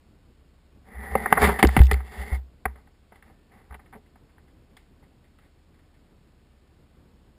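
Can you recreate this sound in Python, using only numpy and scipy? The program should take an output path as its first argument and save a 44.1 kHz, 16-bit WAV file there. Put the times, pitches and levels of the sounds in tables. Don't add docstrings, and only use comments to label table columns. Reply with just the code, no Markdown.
import sys
import numpy as np
from scipy import signal
from scipy.fft import rfft, irfft
from scipy.io import wavfile
from scipy.ndimage import uniform_filter1d

SR = 44100
rng = np.random.default_rng(int(sys.argv[2]) if len(sys.argv) > 2 else 0)


def output_pcm(signal):
    pcm = np.clip(np.atleast_2d(signal).T, -1, 1) * 32767
    wavfile.write(sys.argv[1], SR, np.round(pcm).astype(np.int16))


N = 325441
TIME = np.arange(N) / SR


def scrape(slips_per_s=8000, spread_db=3.0, judder_db=1.56, squeal_hz=1920, wander=.035, mount_hz=64.6):
    level_db, grit_db = pressure()
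    sizes = rng.standard_normal(N) * undb(spread_db * np.minimum(rng.exponential(size=N), 2))
    slips = rng.random(N) < slips_per_s / SR
    force = slips * sizes * undb(judder_db * walk(70))
    body = housing(cut(force, 1100, "low", order=1), grit_db)
    sway = unit(resonate(resonate(force, mount_hz, width=30), mount_hz, width=45))
    phasor = cut(rng.standard_normal(N) + 1j * rng.standard_normal(N), 160, "low", order=4)
    pitch = squeal_hz * (1 + wander * walk(8))
    squeal = unit(np.real(phasor * np.exp(2j * np.pi * np.cumsum(pitch) / SR)))
    singing = np.exp(-((level_db + 41) / 14) ** 2)
    return undb(level_db) * (undb(-0.83) * body + undb(-3) * singing * squeal + undb(-10) * sway)


def pressure():
    # start, attack, hold and 60 dB release time in seconds,
    # level in dB, grit in dB relative to that level.
    pushes = [(0.821, .5, .05, .2, -33, -21), (1.375, 0.051, 0.015, 0.45, -16.8, -18),
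              (1.577, 0.02, 0.25, .12, -50.5, 0), (1.70, 0.073, 0.035, 0.048, -34.5, -12.5),
              (1.853, 0.04, 0.078, 0.35, -45.5, -17), (1.994, 0.18, 0.183, 0.13, -42.5, -11.5),
              (2.29, 0.031, 0, 0.12, -33.5, -23), (2.65, .01, 0, .45, -57, -23.5),
              (2.75, 0.027, 0.019, .12, -59.5, -21), (3.21, 0.076, 0, 0.27, -60.5, -16),
              (3.498, 0.025, 0.025, 0.92, -55.5, -19.5)]
    power, grit_power = 1e-12, 1e-14
    for s, attack, hold, t60, db, grit_db in pushes:
        age = TIME - s
        rise = np.clip(age / attack, 0, 1) ** 1.2
        release = np.exp(-np.log(1000) * np.maximum(age - attack - hold, 0) / t60)
        push = undb(db) * rise * release
        power += push ** 2
        grit_power += (undb(grit_db) * push) ** 2
    return 10 * np.log10(power), 10 * np.log10(grit_power / power)


def knocks(tick_hz=4010, tick_chatter_ms=1.1, tick_grit_db=9):
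    # start in seconds, loudest rms in dB, colour in Hz,
    # chatter time in milliseconds, grit in dB.
    support_knocks = [(1.152, -14.5, 710, 3.2, -25), (1.258, -18.5, 1040, 4.6, -37),
                      (1.3254, -4.5, 1160, 1.7, -21), (1.372, -16, 880, 7.2, -30),
                      (1.435, -16, 1589, 17, -12.5), (1.486, -18.5, 930, 10.8, -20),
                      (1.5895, -21.5, 1250, 8.7, -13), (1.689, -24, 1230, 1.7, -24),
                      (2.004, -39, 1260, 3.8, -24), (2.654, -18, 960, 2.6, -27.5),
                      (2.6572, -22, 1900, 1.4, -25), (3.708, -45, 920, 3.9, -35.5),
                      (3.722, -44.5, 1000, 6.5, -21), (3.741, -41.5, 1080, 7.9, -12.5),
                      (3.926, -44.5, 1350, 13.5, -22), (3.951, -42.5, 395, 11.5, -26)]
    # start in seconds, loudest rms in dB.
    rim_ticks = [(1.671, -27.5), (1.835, -38.5), (1.856, -43.5), (1.868, -38), (1.932, -34)]
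    rows = support_knocks + [(s, db, tick_hz, tick_chatter_ms, tick_grit_db) for s, db in rim_ticks]
    return blows(rows, chatter=0.44, breadth=1.0, shove_db=-1, tail_db=-36, tail_s=0.027, swell=0.31)


def slams(chatter_ms=2.1, grit_db=-12.5, corner_lag_s=0.0071, corner_hz=2100, corner_grit_db=-18.5):
    # start in seconds, loudest rms in dB, colour in Hz,
    # bounce gap in milliseconds, loss at the first bounce in dB, number of bounces.
    landings = [(1.6272, -6.5, 1210, 20, 9.5, 1), (1.7649, -11.5, 1100, 25.2, 9.5, 2),
                (1.912, -17, 1980, 28, 11.5, 1)]
    rows = []
    for s, db, hz, gap_ms, loss_db, bounces in landings:
        rows.append((s + corner_lag_s, db - 9, corner_hz, chatter_ms, corner_grit_db))
        for k in range(round(bounces) + 1):
            rows.append((s + k * gap_ms / 1000, db - loss_db * np.sqrt(k), hz, chatter_ms, grit_db + k))
    return blows(rows, chatter=0.52, breadth=.9, shove_db=0, tail_db=-36.5, tail_s=0.059, swell=0.25)


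def mount(mount_hz=64.6, mount_t60_s=.29, pad_rise_s=0.0021):
    # start in seconds, envelope peak in dB, rise time in milliseconds.
    jolts = [(0.939, -30, 45), (1.101, -25.5, 35), (1.426, -14.5, 30), (1.646, -8.5, 9),
             (1.7657, -13.5, 42), (1.8023, 1.5, 3.6), (1.9235, -13.5, 12), (2.171, -25, 32),
             (2.3172, -16, 12), (2.6564, -26, 6), (3.703, -35, 8.3)]
    # start in seconds, envelope peak in dB, pitch in Hz,
    # 60 dB decay time in seconds.
    thuds = [(1.152, -12, 549, 0.039), (1.323, -14.5, 253.7, 0.017), (1.64, -1, 319, 0.022),
             (1.655, -12, 418, 0.023), (1.67, -17.5, 203, 0.054), (1.7645, -8.5, 260, .03),
             (1.776, -7, 129.7, 0.044), (1.803, -11.5, 85, .04), (1.919, -21.5, 400, 0.06),
             (2.653, -32, 217, 0.14), (3.95, -39, 233, 0.14)]
    out = np.zeros(N)
    for s, db, rise_ms in jolts:
        add(out, s, undb(db) * swing(mount_hz, rise_ms / 1000, mount_t60_s))
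    for s, db, hz, t60 in thuds:
        add(out, s, undb(db) * swing(hz, pad_rise_s, t60))
    return out


def swing(hz, rise_s, t60):
    t = TIME[:SR]
    rise = np.minimum(t / rise_s, 1)
    decay = np.exp(-np.log(1000) * np.maximum(t - rise_s, 0) / t60)
    return -rise * decay * np.sin(2 * np.pi * hz * t)


def blows(rows, chatter, breadth, shove_db, tail_db, tail_s, swell):
    out, t = np.zeros(N), TIME[:SR // 4]
    for s, db, hz, chatter_ms, grit_db in rows:
        age = 1000 * t / chatter_ms
        rise = 1 - np.exp(-age / swell)
        decay = np.exp(-age) + undb(tail_db) * np.exp(-t / tail_s)
        force = chatter * rng.standard_normal(len(t)) * rise * decay
        force[0] += 1
        force = resonate(force, hz, breadth * hz) + undb(shove_db) * force
        sound = housing(cut(force, 2 * hz, "low", order=3), grit_db)
        loudest_rms = np.sqrt(uniform_filter1d(sound ** 2, size=200).max())
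        add(out, s, undb(db) * sound / loudest_rms)
    return out


def housing(force, grit_db, crossover_hz=2174):
    # frequency in Hz, bandwidth in Hz, relative gain in dB.
    wall_modes = [(215, 41, 6.5), (422.2, 69, 3), (574, 55, -6.5), (775.3, 120, 3), (930, 130, -10),
                  (1207, 340, -5.5), (1530, 160, -7), (1787, 260, -4.5), (2040, 270, -1.5)]
    # frequency in Hz, bandwidth in Hz, relative gain in dB.
    rim_modes = [(2730, 74, 0), (3030, 90, -4.5), (3500, 510, -1), (4404, 1200, -9), (4630, 580, -6)]
    walls = cut(ring(force, wall_modes), crossover_hz, "low", order=10)
    rim = cut(ring(force, rim_modes), crossover_hz, "high", order=3)
    return unit(walls) + undb(grit_db) * unit(rim)


def crackles(pop_chatter_ms=4.5, embers=12, embers_from_s=2.8, ember_hz=1803, ember_chatter_ms=16):
    # start in seconds,
    # loudest rms in dB, colour in Hz.
    faint_pops = [(2.756, -51.5, 1090), (2.872, -56.5, 1150), (3.12, -47, 950), (3.156, -52.5, 1590),
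                  (3.224, -49.5, 1500), (3.298, -54.5, 897), (3.793, -50.5, 1050), (3.859, -57.5, 1700),
                  (4.156, -53.5, 988), (4.381, -54, 1180), (4.767, -49.5, 2320), (5.025, -59, 951),
                  (5.386, -57.5, 1800)]
    pops = [(s, db, hz, pop_chatter_ms) for s, db, hz in faint_pops]
    for when, size in rng.random((embers, 2)):
        s = embers_from_s + when * (TIME[-1] - embers_from_s)
        pops.append((s, -66 + size, ember_hz, ember_chatter_ms))
    rows = [(s, db, hz, ms, -22.5 + 16 * np.log2(hz / 1000)) for s, db, hz, ms in pops]
    return blows(rows, chatter=0.53, breadth=0.9, shove_db=-1, tail_db=-13.5, tail_s=0.042, swell=0.11)


def fire(flutter_db=2.74, split_hz=600):
    # frequency in Hz, relative spectral density in dB.
    roar_spectrum = [(15, -30.5), (25, -6), (75, -8.5), (103, -8.5), (284, -13.5), (652, -24.5), (730, -24),
                     (835, -26.5), (893, -27), (1370, -30), (1500, -31.5), (2050, -32), (4510, -36.5),
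                     (5400, -37), (7020, -68.5), (11900, -120)]
    hz, db = np.transpose(roar_spectrum)
    bin_hz = np.maximum(np.arange(N // 2 + 1) * SR / N, 1)
    gain = undb(np.interp(np.log(bin_hz), np.log(hz), db))
    roar = unit(irfft(rfft(rng.standard_normal(N)) * gain, N))
    roar = cut(roar, 55, "high", order=2)
    bass = cut(roar, split_hz, "low", order=1)
    flutter = undb(flutter_db * walk(27))
    return undb(-59) * (roar + bass * (flutter - 1))


def fan(drift=.012):
    # frequency in Hz, rms level in dB, waver in dB.
    hum_lines = [(34.6, -64, -1), (64.7, -63.5, 2.5), (78, -65.5, 1.5), (1110, -89, 2), (1506, -87, 0),
                 (1780, -90, 5.5), (4400, -90, 0.5)]
    out = np.zeros(N)
    for hz, db, waver_db in hum_lines:
        pitch = hz + drift * min(hz, 100) * walk(1.6)
        tone = np.sin(2 * np.pi * np.cumsum(pitch) / SR)
        out += undb(db) * unit(undb(waver_db * walk(6)) * tone)
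    return out


def ring(x, modes):
    return sum(undb(db) * resonate(x, hz, width) for hz, width, db in modes)


def resonate(x, hz, width):
    return signal.lfilter(*signal.iirpeak(hz, hz / min(width, SR / 4), fs=SR), x)


def cut(x, hz, kind, order):
    return signal.sosfilt(signal.butter(order, min(hz, SR / 2 - 1), kind, fs=SR, output="sos"), x)


def walk(rate):
    k = int(SR / rate)
    held = np.repeat(rng.standard_normal(N // k + 1), k)
    return unit(uniform_filter1d(uniform_filter1d(held, k), k)[:N])


def add(out, s, sound):
    start = int(s * SR)
    out[start:start + len(sound)] += sound[:N - start]


def undb(db):
    return 10 ** (np.asarray(db) / 20)


def unit(x):
    return x / np.sqrt(np.mean(x ** 2))


def scene():
    return (fire() + fan() + scrape() + knocks() + slams() + mount() + crackles())[None]


def record(dry, band_hz=5550, hold_hz=12000, top_hz=15300):
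    narrow = cut(np.clip(dry, -1, 1), band_hz, "low", order=12)
    mirrored = narrow * (1 + 2 * np.cos(2 * np.pi * hold_hz * TIME))
    droop = np.sinc(np.arange(N // 2 + 1) * SR / N / hold_hz)
    held = irfft(rfft(mirrored) * droop, N)
    return signal.sosfilt(signal.ellip(10, .2, 100, top_hz, fs=SR, output="sos"), held)


dry = scene()
out = record(dry)
output_pcm(out)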